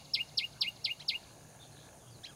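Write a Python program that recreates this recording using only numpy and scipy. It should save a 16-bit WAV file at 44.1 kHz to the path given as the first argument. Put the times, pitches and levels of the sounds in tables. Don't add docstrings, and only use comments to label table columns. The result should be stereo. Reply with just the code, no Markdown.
import sys
import numpy as np
from scipy import signal
from scipy.fft import rfft, irfft
from scipy.io import wavfile
from scipy.ndimage import uniform_filter1d

SR = 44100
rng = np.random.default_rng(int(sys.argv[2]) if len(sys.argv) > 2 else 0)


def materialize(psi):
    bounded = np.clip(np.atleast_2d(psi).T, -1, 1)
    quanta = np.round(bounded * 32767).astype(np.int16)
    wavfile.write(sys.argv[1], SR, quanta)


N = 103635
T = np.arange(N) / SR

# start t/s, length/s, starting f/Hz, onset level/dB, dive level/dB, hook level/dB
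NEAR_CHIRPS = [(-.101, 0.075, 5680, -25, -20.5, -31.5), (.135, .087, 5603, -23.5, -24, -33),
               (0.3723, 0.084, 5710, -26.5, -22.5, -35.5), (0.6071, 0.087, 5630, -29.5, -22, -34.5),
               (0.8408, 0.085, 5636, -34, -24.5, -35), (1.08, 0.087, 5560, -29.5, -23.5, -36.5)]
# t/s, f/Hz
CHIRP_GLIDE = [(0, 5615), (.005, 5227), (.010, 4554), (.015, 3630), (.020, 3056), (.026, 2625),
               (.033, 2160), (.042, 2080), (.052, 2300), (.062, 2656), (.072, 2867), (.086, 2800)]
# multiple, dive level/dB, hook level/dB
CHIRP_OVERTONES = [(2, -30, -48), (3, -37, -31), (5, -66, -27)]
# delay t/s, level/dB, left-right/dB
NEAR_REFLECTIONS = [(.0025, -45, 2), (.0053, -13, 5), (.0072, -16.5, -6), (0.0116, -26.5, -23),
                    (.0121, -14, 5), (0.0193, -32, 13)]
# start t/s, length/s, speed factor, gain/dB, left-right/dB
SQUEAK_CALLS = [(0.9913, 0.0405, 1.13, -41, 12), (2.23, 0.11, 1.0, -38, 13)]
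# t/s, f/Hz, relative level/dB
SQUEAK_SHAPE = [(0, 1378, -21), (.008, 1724, -10.5), (.015, 1945, -4), (0.02, 2080, 2.5), (.026, 2500, -4),
                (.031, 3214, -8), (.035, 3270, -4.5), (0.039, 2440, -3.5), (0.045, 1620, -12),
                (.054, 1600, -16), (.062, 1688, -12.5), (.072, 1580, -16), (.080, 1394, -24),
                (.105, 1140, -22)]
# f/Hz, gain/dB
THROAT_RESPONSE = [(1400, -6), (2100, -19), (2700, -6.5), (4000, -1), (4600, -12), (5400, -7.5),
                   (6400, -24), (8500, -31)]
# start t/s, length/s, first f/Hz, middle f/Hz, last f/Hz, level/dB
FAR_WHISTLES = [(0.558, 0.025, 1550, 1465, 1400, -62), (0.594, 0.036, 990, 1021, 1030, -57.5),
                (1.152, 0.048, 910, 897, 880, -61.5), (1.595, 0.05, 3370, 3605, 3200, -55.5),
                (1.712, 0.0266, 3900, 4253, 4290, -64), (1.757, 0.017, 4410, 3650, 3190, -60),
                (1.774, .016, 3280, 3893, 4200, -57), (1.797, 0.035, 3190, 3530, 4040, -61),
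                (1.848, .022, 4380, 3640, 3250, -65), (1.936, 0.037, 670, 688, 674, -59.5),
                (1.99, 0.058, 3672, 3430, 3250, -70), (2.035, 0.079, 3000, 2860, 2770, -73),
                (2.066, .035, 3095, 3370, 3166, -63), (2.098, 0.09, 5060, 4390, 3750, -62)]
# t/s, level/dB
TWITTER_LEVELS = [(1.3, -65.5), (1.45, -75.5), (1.53, -71), (1.58, -78), (1.64, -62), (1.69, -71),
                  (1.8, -66.5), (1.88, -65), (1.93, -91)]
# t/s, level/dB
BUZZ_LEVELS = [(1.15, -75), (1.22, -66.5), (1.6, -69.5), (1.9, -66.5), (2.05, -82), (2.3, -68)]
# f/Hz, width/Hz, relative level/dB
HOUSING_MODES = [(1004, 344, -8), (1415, 127, -4.5), (1677, 135, 1.5), (2490, 380, -2.5)]
# start t/s, level/dB
CRICKET_PHRASES = [(1.149, -74), (1.262, -71), (1.368, -71), (1.478, -68), (1.598, -68), (1.708, -68),
                   (1.825, -69), (1.935, -67), (2.045, -67.5), (2.16, -67), (2.285, -66)]
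# f/Hz, width/Hz, level/dB, left-right likeness
INSECT_BANDS = [(6540, 910, -64.5, .35), (8880, 350, -67, -0.83), (10100, 770, -63.5, -0.73)]
# f/Hz, width/Hz, level/dB
HUM_BANDS = [(118.1, 3.7, -64.5), (147.8, 7.8, -65), (182.5, 12, -71.5)]
# f/Hz, relative level/dB
AIR_SPECTRUM = [(25, -26), (55, -1.5), (100, -0.5), (170, -7), (250, -4.5), (450, -9.5), (650, -6.5),
                (850, -9.5), (1300, -17.5), (2000, -21.5), (3300, -22), (5200, -23), (7800, -24.5),
                (11500, -26), (13000, -28.5), (15800, -31.5)]
# f/Hz, left-right likeness
AIR_LIKENESS = [(60, 0.91), (140, 0.95), (230, 0.031), (400, 0.24), (770, 0.34), (1800, 0.16), (6400, 0.11),
                (10000, 0.13), (15000, 0.12)]


def chirp(length, top_hz, onset_db, dive_db, hook_db):
    settle_s, attack_s, release_s, trough_db = .01935, .0047, .0052, -41
    t = np.arange(0, length, 1 / SR)
    age = t * CHIRP_GLIDE[-1][0] / length
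    hz = uniform_filter1d(curve(CHIRP_GLIDE, age), size=130, mode="nearest")
    hz += (top_hz - CHIRP_GLIDE[0][1]) * np.exp(-t / settle_s)
    phase = 2 * np.pi * np.cumsum(hz) / SR
    db = np.interp(age, [.0075, .0082, .012, .026, .04, .073],
                   [onset_db, dive_db, dive_db, trough_db, trough_db, hook_db])
    hook = np.interp(age, [.054, .073], [0, 1])
    tone = np.sin(phase)
    for k, in_dive_db, in_hook_db in CHIRP_OVERTONES:
        dive_rasp = (1 - hook) * amp(in_dive_db) * flutter(len(t), hz=1320)
        hook_rasp = hook * amp(in_hook_db) * flutter(len(t), hz=200)
        tone += (dive_rasp + hook_rasp) * np.sin(k * phase) * (k * hz < SR / 2)
    return tone * amp(db) * np.minimum(t / attack_s, 1) * np.minimum((length - t) / release_s, 1)


def squeak(length, speed):
    t = np.arange(0, length, 1 / SR)
    at, pitch, db = np.transpose(SQUEAK_SHAPE)
    hz = np.interp(t * speed, at, pitch)
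    phase = 2 * np.pi * np.cumsum(hz) / SR
    dulling_db = -2.5 * np.minimum(t / .032, 1) ** 3
    tone = np.zeros(len(t))
    for k in range(1, 5):
        gain = amp(log_curve(THROAT_RESPONSE, k * hz) + (k - 1) * dulling_db)
        tone += gain * np.sin(k * phase) * (k * hz < 9000)
    return tone * amp(np.interp(t * speed, at, db)) * signal.windows.tukey(len(t), .1)


def near_birds():
    lead = SR // 4
    chirps, squeaks = np.zeros((2, lead + N)), np.zeros((2, N))
    for start, *shape in NEAR_CHIRPS:
        add(chirps, start + lead / SR, chirp(*shape) * pan(db=1))
    for start, length, speed, db, pan_db in SQUEAK_CALLS:
        add(squeaks, start, squeak(length, speed) * amp(db) * pan(pan_db))
    return woodland(chirps)[:, lead:] + .5 * squeaks + .5 * woodland(squeaks)


def woodland(sound):
    taps = amp(-5.5) * scatter(t60_s=.086, after_s=.002, likeness=.65)
    for db, t60_s, low_hz, order in [(-12, .16, 3640, 2), (-5, .14, 7900, 10)]:
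        highpass = signal.butter(order, low_hz, "high", fs=SR, output="sos")
        taps += amp(db) * signal.sosfilt(highpass, scatter(t60_s, after_s=.005, likeness=.65))
    taps += amp(-21.5) * scatter(t60_s=1, after_s=.02, likeness=.13)
    taps[:, 0] += 1
    for delay, db, pan_db in NEAR_REFLECTIONS:
        add(taps, delay, amp(db) * pan(pan_db))
    add(taps, .0083, amp(-12) * dull_echo(edge_hz=3330))
    add(taps, .1475, amp(-29) * dull_echo(edge_hz=4700))
    return signal.fftconvolve(sound, taps, axes=1)[:, :sound.shape[1]]


def scatter(t60_s, after_s, likeness):
    t = T[:SR // 2]
    taps = noise_pair(likeness, len(t)) * amp(-60 * t / t60_s) * (t > after_s)
    return taps / np.sqrt((taps ** 2).sum() / 2)


def dull_echo(edge_hz):
    return signal.sosfilt(signal.butter(4, edge_hz, fs=SR, output="sos"), signal.unit_impulse(SR // 2))


def far_birds():
    quaver_depth_hz = 106.4
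    notes = np.zeros(N)
    for start, length, first_hz, middle_hz, last_hz, db in FAR_WHISTLES:
        progress = np.linspace(0, 1, int(length * SR))
        glide = np.polyfit([0, .5, 1], [first_hz, middle_hz, last_hz], 2)
        hz = np.polyval(glide, progress) + quaver_depth_hz * flutter(len(progress), hz=301)
        swell = np.sqrt(abs(np.sin(np.pi * progress)))
        add(notes, start, amp(db) * swell * np.sin(2 * np.pi * np.cumsum(hz) / SR))
    tail = amp(1) * scatter(t60_s=.2, after_s=0, likeness=.43)
    return notes + signal.fftconvolve(notes[None], tail, axes=1)[:, :N]


def twitter():
    return amp(curve(TWITTER_LEVELS, T)) * band(noise_pair(.35), hz=4190, width_hz=820)


def motor():
    rate_hz, first_tick_s, rattle_s, uneven_db = 50, .0102, .006, 4
    since_tick = (T - first_tick_s) % (1 / rate_hz)
    ticks = (np.diff(since_tick, prepend=0) < 0) * amp(uneven_db * rng.standard_normal(N))
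    rattle = amp(-18.5) * np.exp(-since_tick / rattle_s) * noise_pair(.44)
    ring = sum(amp(db) * band(ticks + rattle, hz, width) for hz, width, db in HOUSING_MODES)
    running = T > BUZZ_LEVELS[0][0]
    return amp(curve(BUZZ_LEVELS, T)) * running * unit(ring)


def insects():
    phrase_s, rise_s, rasp_rate_hz = .085, .023, 122
    chorus = sum(amp(db) * band(noise_pair(likeness), hz, width)
                 for hz, width, db, likeness in INSECT_BANDS)
    swell = np.sqrt(np.minimum(np.arange(0, phrase_s, 1 / SR) / rise_s, 1))
    phrases = np.zeros(N)
    for start, db in CRICKET_PHRASES:
        add(phrases, start, amp(db) * swell)
    rasps = unit(np.sin(np.pi * rasp_rate_hz * T) ** 4)
    return chorus + phrases * rasps * band(noise_pair(.58), hz=8950, width_hz=700)


def air():
    patch_db = 1.5
    hz, _, (a, b) = signal.stft(rng.standard_normal((2, N)), SR, nperseg=1024, noverlap=768)
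    patches = uniform_filter1d(rng.standard_normal(a.shape), size=10, axis=0)
    patches = unit(uniform_filter1d(patches, size=14, axis=1))
    spectra = blend(a, b, log_curve(AIR_LIKENESS, hz)[:, None])
    spectra *= amp(log_curve(AIR_SPECTRUM, hz)[:, None] + patch_db * patches)
    wash = amp(-56.5) * unit(signal.istft(spectra, nperseg=1024, noverlap=768)[1][:, :N])
    hum = sum(amp(db) * band(noise_pair(.93), hz, width) for hz, width, db in HUM_BANDS)
    return (wash + hum) * pan(db=-.55)


def amp(db):
    return 10 ** (np.asarray(db) / 20)


def unit(x):
    return x / np.sqrt(np.mean(x ** 2) + 1e-20)


def curve(points, t):
    return np.interp(t, *np.transpose(points))


def log_curve(points, hz):
    f, value = np.transpose(points)
    return np.interp(np.log(hz + 1), np.log(f), value)


def pan(db):
    return amp(np.array([[db], [-db]]) / 2)


def add(track, start_s, sound):
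    part = track[..., max(round(start_s * SR), 0):][..., :sound.shape[-1]]
    part += sound[..., :part.shape[-1]]


def blend(a, b, likeness):
    return np.array([a, likeness * a + np.sqrt(1 - likeness ** 2) * b])


def noise_pair(likeness, size=N):
    return blend(*rng.standard_normal((2, size)), likeness)


def band(x, hz, width_hz):
    f = np.fft.rfftfreq(N, 1 / SR)
    return unit(irfft(rfft(x) / (1 + ((f - hz) / width_hz) ** 2) ** 2, N))


def flutter(size, hz):
    return unit(signal.sosfilt(signal.butter(2, hz, fs=SR, output="sos"), rng.standard_normal(size)))


def scene():
    return near_birds() + far_birds() + twitter() + air() + insects() + motor()


def record(dry):
    edge_hz = 15800
    lowpass = signal.firwin(511, edge_hz, window=("kaiser", 9), fs=SR)
    return signal.oaconvolve(dry, lowpass[None], "same")


dry = scene()
out = record(dry)
materialize(out)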